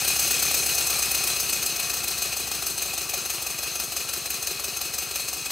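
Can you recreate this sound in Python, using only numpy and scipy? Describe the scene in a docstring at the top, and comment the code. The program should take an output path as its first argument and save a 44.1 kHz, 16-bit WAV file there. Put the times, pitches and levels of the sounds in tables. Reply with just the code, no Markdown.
"""On a padded bench, a small twin-cylinder engine runs on compressed air and slows as the valve is closed.
Four piston reversals a turn each set off noise-like contacts for a clack, a tick and a knock; loose links
rattle and air hisses in between, ringing the same metal parts as resonant filters.
The wooden base rings from blows and rattle, the bench booms along with the shaft over a soft rumble,
and short blurred reflections come back from bench and wall."""
import sys
import numpy as np
from scipy import signal
from scipy.fft import rfft, irfft, next_fast_len
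from scipy.io import wavfile
from scipy.ndimage import uniform_filter1d

SR = 44100
rng = np.random.default_rng(int(sys.argv[2]) if len(sys.argv) > 2 else 0)


def wrap_up_sound(samples):
    """Save the sound to the file named by the first command line argument, as 16-bit audio."""
    columns = np.atleast_2d(samples).T
    # keep every value between -1 and 1, then stretch to whole-number steps
    tamed = np.clip(columns, -1, 1)
    steps = np.round(tamed * 32767).astype(np.int16)
    wavfile.write(sys.argv[1], SR, steps)


def linear_from_db(decibels):
    """Turn decibels (scalar or array-like) into linear amplitude factors; 0 gives 1."""
    return 10 ** (np.asarray(decibels, float) / 20)


N = 242991
TIME = np.arange(N) / SR

# shaft speed as the valve is closed: (time [s], speed [rev/min])
SHAFT_SPEED = [(0, 526.3), (.6, 506.7), (1.2, 482.7), (1.8, 435.8), (2.4, 407.0), (3, 376.0), (3.4, 362.2),
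               (4, 357.7), (4.6, 352.4), (5.51, 344.0)]
# shaft angle of the four stroke ends: (angle [turns])
END_TURNS = np.array([.21, .45, .71, .935])
# play in the joints shifts the blow at each end: (delay [ms])
PLAY_MS = [-0.69, -0.65, 0.46, 0.79]
PLAY_SPREAD_MS = 0.58  # the shift is never quite alike
# relative strength of the four ends at SLOW_RPM, before the layer gains:
# (clack [dB], ring [dB], low knock [dB], high knock [dB])
SLOW_RPM = 350
BLOW_DB = [(-43, -42, -47, -49), (-24, -29.5, -43.5, -38), (-22, -27.5, -48, -35.5),
           (-28, -32, -34.5, -40.5)]
# growth of those strengths with speed, same columns: (each [dB per 100 rev/min])
GROWTH_DB = [(11.3, 8.56, 4.5, 8.8), (3.5, 1.7, 4, 2.3), (3.67, 3.4, 4.5, 1.7), (3, 3.1, -3, 2.9)]
# random spread of those strengths, skewed towards weak blows, same columns: (each [dB])
MISS_DB = (1.1, 1.97, 2.2, 2.7)
# contacts around the four stroke ends, in turn order: (lead [ms], rise [ms], decay [ms],
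# after-rattle share [dB], after-rattle decay [ms], tick pitch [Hz], tick against clack strength [dB])
STROKE_ENDS = [(5.3, 44, 11, 10, 42, 14000, -16), (0.67, 4.8, 4.1, -15, 31, 14000, -8),
               (0.69, 3.8, 4.5, -9, 22, 13760, -5), (1.1, 6.2, 8.2, -4, 38, 13600, -4)]
# running rattle between reversals, before the layer gain: (time [s], level [dB])
RUNNING_RATTLE = [(0.0, -26), (0.74, -30), (1.09, -29), (2.07, -30.5), (2.38, -30), (3.08, -31),
                  (3.93, -31), (4.25, -31.5), (5.51, -31.5)]
# rods, guides and pipes, each a cluster of close modes: (frequency [Hz], width [Hz], relative level [dB])
METAL_PARTS = [(2547, 97, -2.5), (2795, 333, -8.5), (2423, 140, -13.5), (3370, 86, -16.5), (4025, 15, -6.5),
               (4206, 284, -4.5), (4390, 230, -9), (4890, 150, -16), (5177, 246, -8.5), (6276, 157, -1.5),
               (6614, 110, -8.5), (7120, 42, -16), (7786, 300, -8), (8150, 80, -5.5), (8500, 110, -10.5),
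               (9040, 140, -8.5), (9740, 220, -8.5), (10220, 210, -9), (12160, 870, -18), (12070, 360, -9),
               (14350, 320, -15), (13840, 340, -13.5), (15800, 320, -19)]
# places of the narrow modes in a cluster: (offset [widths])
CLOSE_MODES = (-.55, -.1, .4)
# air hiss under the resonances: (frequency [Hz], gain [dB])
AIR_HISS = [(600, -52), (1000, -19.5), (1500, -12.5), (2100, -16.5), (3200, -16), (5700, -11.5),
            (9000, -21), (11100, -52), (13000, -15.5), (15900, -28)]
# frame and wooden base modes: (frequency [Hz], t60 [s], lead [ms], drive by a knock [dB],
# drive by the running rattle [dB])
BASE_MODES = [(228, 0.061, 3.3, -10, -52), (335, 0.04, 2.5, -5, -45), (387.7, 0.045, 6.97, 0.5, -42.5),
              (467, 0.035, 2.4, -5.5, -40.5), (569, 0.051, 4.02, -6, -52.5), (709, 0.03, 4.94, -4, -40),
              (775, 0.032, 5.51, 1.5, -43), (1190, 0.012, 5.46, 3, -33), (1294, 0.026, 4.94, -7, -40.5)]
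# bench modes: (frequency [Hz], t60 [s], then for each of the four ends lag [ms], signed push [ratio])
BENCH_MODES = [(66.7, .25, -14.0, .12, -1.25, .165, -.12, .17, -.8, .11),
               (125, .055, -4.0, .42, 3.0, .1, -3.0, .08, 4.0, .06),
               (165, .05, -8.0, .14, 3.0, .06, -3.0, .06, 2.0, -.26)]
# colour of the room and bench rumble: (frequency [Hz], gain [dB])
RUMBLE_COLOUR = [(25, -30), (50, -18), (110, -17), (200, -13), (400, -2), (900, -21)]
# scattered part, opposite in the two channels: (frequency [Hz], gain [dB])
APART_COLOUR = [(60, -34), (1000, -26), (5000, -30), (7000, -19), (9000, -11), (10500, -6), (11800, -10),
                (13000, -26)]
# share that the wall behind sends back; the padding swallows the low part: (frequency [Hz], gain [dB])
WALL_COLOUR = [(60, -30), (500, -20), (1500, -9), (16000, -9)]
# microphone's loss of deep bass: (frequency [Hz], gain [dB])
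BASS_CUT = [(20, -34), (30, -22), (45, -4), (60, 0), (20000, 0)]
# tilt between the sides: (frequency [Hz], left minus right [dB])
SIDE_BALANCE = [(60, -5), (110, -2), (200, 3.5), (380, 3), (700, 6), (1290, 5.5), (2380, 3), (4400, 4),
                (8120, 2), (11000, 2.2), (15000, 1)]


def unit(x):
    """Scales a signal to rms 1."""
    return x / np.sqrt(np.mean(x ** 2))


def colour(x, points):
    """Equaliser whose gain runs through (frequency [Hz], gain [dB]) points on a log frequency axis."""
    hz, db = np.transpose(points)
    size = next_fast_len(N)
    log_hz = np.log(np.maximum(np.fft.rfftfreq(size, 1 / SR), 1))
    gain = linear_from_db(np.interp(log_hz, np.log(np.maximum(hz, 1)), db))
    return irfft(rfft(x, size) * gain, size)[:N]


def ring(x, hz, t60):
    """One decaying mode; a unit blow rings with a peak near 1."""
    w = 2 * np.pi * min(hz, .45 * SR) / SR
    r = np.exp(-np.log(1000) / (t60 * SR))
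    return signal.lfilter([np.sin(w)], [1, -2 * r * np.cos(w), r * r], x)


def band(x, hz, width):
    """A mode given by its width in Hz, gain near 1 at the centre."""
    t60 = np.log(1000) / (np.pi * width)
    return 2 * np.pi * width / SR * ring(x, hz, t60)


def blows(times, size):
    """Single impulses at the given times in seconds."""
    x = np.zeros(N)
    index = np.clip((times * SR).astype(int), 0, N - 1)
    np.add.at(x, index, size * (times >= 0))
    return x


def walk(rate):
    """Random levels held 1 / rate s and slewed twice; spread near 1."""
    hold = int(SR / rate)
    steps = np.repeat(rng.standard_normal(N // hold + 1), hold)
    return 1.3 * uniform_filter1d(uniform_filter1d(steps, hold), hold)[:N]


def strokes():
    """Four piston reversals a turn: even times, blow times with joint play, end numbers, strengths."""
    rpm = np.interp(TIME, *np.transpose(SHAFT_SPEED))
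    turns = np.cumsum(rpm) / 60 / SR
    angle = (np.arange(int(turns[-1]) + 1)[:, None] + END_TURNS).ravel()
    angle = angle[angle < turns[-1]]
    end = np.arange(len(angle)) % 4
    even = np.interp(angle, turns, TIME)
    late_ms = np.array(PLAY_MS)[end] + PLAY_SPREAD_MS * rng.standard_normal(len(end))
    faster = (np.interp(even, TIME, rpm)[:, None] - SLOW_RPM) / 100
    miss = np.array(MISS_DB) * (rng.exponential(size=(len(end), 4)) - 1)
    strength = np.array(BLOW_DB)[end] + np.array(GROWTH_DB)[end] * faster - miss
    return even, even + late_ms / 1000, end, strength


def power(times, db, end):
    """Power envelope of the reversals: swell, fall and longer after-rattle."""
    out = np.zeros(N)
    before, after = 1024, 4096  # samples around each reversal
    ms = np.arange(-before, after) / SR * 1000
    for k, (lead, rise, decay, share_db, rattle_decay, *_) in enumerate(STROKE_ENDS):
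        share = np.clip(linear_from_db(2 * share_db), 0, 1)
        swell = np.exp(-np.abs(ms / rise) ** 1.3)
        fall = (1 - share) * np.exp(-ms / decay) + share * np.exp(-ms / rattle_decay)
        shape = np.where(ms < 0, swell, fall)
        hits = blows(times[end == k] - lead / 1000, linear_from_db(2 * db[end == k]))
        out += signal.fftconvolve(hits, shape)[before:before + N]
    return np.maximum(out, 0)  # keeps rounding from going below zero


def contacts(scatter_db):
    """Dense tiny contacts, now and then a strong one, as noise of randomly scattered level."""
    return unit(rng.standard_normal(N) * linear_from_db(scatter_db * rng.exponential(size=N)))


def metal(strength, scatter_db, flicker_db, rate):
    """Every part takes its own contacts and rings at its resonances, unevenly, over a broad hiss."""
    hits = contacts(scatter_db)
    out = colour(hits * strength, AIR_HISS)
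    shifts = rng.integers(0, N, (len(METAL_PARTS), 2))  # same hits, moved in time for each part
    for (hz, width, db), (wide_shift, close_shift) in zip(METAL_PARTS, shifts):
        drive = strength * linear_from_db(db + flicker_db * walk(rate))
        out += band(drive * np.roll(hits, wide_shift), hz, width)
        close_drive = drive * np.roll(hits, close_shift)
        out += linear_from_db(-4.0) * sum(band(close_drive, hz + width * d, 52.3) for d in CLOSE_MODES)
    return out


def ticks(times, clack_db, end):
    """The valve gear rings for a few ms, highest of all, with its own pitch at each end."""
    swell = TIME[:2000] / 0.0035
    shape = swell * np.exp(1 - swell)
    out = 0
    for k, (*_, hz, db) in enumerate(STROKE_ENDS):
        hits = blows(times[end == k] - .0045, linear_from_db(clack_db[end == k] + db))
        puff = signal.fftconvolve(hits, shape)[:N]
        out = out + band(band(contacts(1.7) * puff, hz, 1100.0), hz, 1100.0)
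    return out


def clatter(times, clack_db, ring_db, end, run):
    """Contacts come thick at each reversal; bright clack and lower ring have their own strength."""
    low = signal.butter(3, 5500, fs=SR, output="sos")
    high = signal.butter(3, 5500, "high", fs=SR, output="sos")
    clack = signal.sosfilt(high, metal(np.sqrt(power(times, clack_db, end)), 1.86, 1.6, 60))
    body = signal.sosfilt(low, metal(np.sqrt(power(times, ring_db, end)), 2.5, 0.96, 60))
    steady = unit(metal(linear_from_db(0.83 * walk(90)), 2.86, 1.96, 40))
    tick = ticks(times, clack_db, end)
    return linear_from_db(9.0) * clack + linear_from_db(10.5) * body + linear_from_db(7.0) * tick + linear_from_db(-4.5) * run * steady


def base(times, low_db, high_db, run):
    """Each reversal knocks the frame's modes; the running rattle keeps them murmuring."""
    chance = rng.standard_normal((len(times), 2 * len(BASE_MODES)))
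    # the murmur fades more steeply than the rattle does
    shake = linear_from_db(19.5) * run ** 1.627 * rng.standard_normal(N)
    out = 0
    for k, (hz, t60, lead, db, run_db) in enumerate(BASE_MODES):
        knock_db = low_db if k < 4 else high_db
        size = linear_from_db(knock_db + db + 2.5 * chance[:, 2 * k])
        push = blows(times - lead / 1000 + 0.00067 * chance[:, 2 * k + 1], size)
        # the blow arrives through the casting, so the mode swells over a few swings
        push = band(push, hz, 0.2 * hz)
        murmur = linear_from_db(run_db) * np.roll(shake, 5000 * k)
        out = out + ring(push + murmur, hz, t60)
    return out


def bench(even, end, run):
    """The flywheel evens the shaft's motion, so the bench is pushed the same way on every turn."""
    out = linear_from_db(-32) * unit(colour(rng.standard_normal(N), RUMBLE_COLOUR))
    for hz, t60, *push in BENCH_MODES:
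        lag_ms, size = np.reshape(push, (4, 2))[end].T
        out = out + ring(blows(even + lag_ms / 1000, size), hz, t60)
    # the inertia load falls less than the rattle as the engine slows
    return linear_from_db(-5.5) * run ** 0.75 * out


def scattered(near):
    """Scattered reflections off bench and wall, as a decaying noise blur, reach the sides unalike."""
    blur = rng.standard_normal(3000) * np.exp(-TIME[:3000] / .012)
    return colour(signal.fftconvolve(near, blur / np.linalg.norm(blur))[:N], APART_COLOUR)


def wall_return(near):
    """The wall behind sends back a short blur that softens the clacks and roughens the spectrum."""
    t = TIME[:6000]
    blur = rng.standard_normal(6000) * np.exp(-t / .022) * (t > .002)
    return colour(signal.fftconvolve(near, blur / np.linalg.norm(blur))[:N], WALL_COLOUR)


def scene():
    """Engine close to the microphones: clatter, base and bench with their reflections, in stereo."""
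    even, times, end, strength = strokes()
    clack_db, ring_db, low_db, high_db = strength.T
    run = linear_from_db(np.interp(TIME, *np.transpose(RUNNING_RATTLE)))
    near = clatter(times, clack_db, ring_db, end, run)
    near = near + base(times, low_db, high_db, run)
    near = near + bench(even, end, run)
    apart = scattered(near)
    near = near + wall_return(near)
    return np.array([near + apart, near - apart])


def band_limit(x):
    """A steep low-pass at the top of the band."""
    return signal.sosfilt(signal.butter(12, 15920, fs=SR, output="sos"), x)


def record(dry):
    """The left side hears more middle, the right more bass; deep bass and the top are cut."""
    sides = []
    for x, sign in zip(dry, (1, -1)):
        tilt = [(hz, sign * db / 2) for hz, db in SIDE_BALANCE]
        sides.append(colour(colour(x, BASS_CUT), tilt))
    top_cut = signal.ellip(12, .3, 80, 15720, fs=SR, output="sos")
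    mix = signal.sosfilt(top_cut, sides)
    return band_limit(mix)


dry = scene()
out = record(dry)
wrap_up_sound(out)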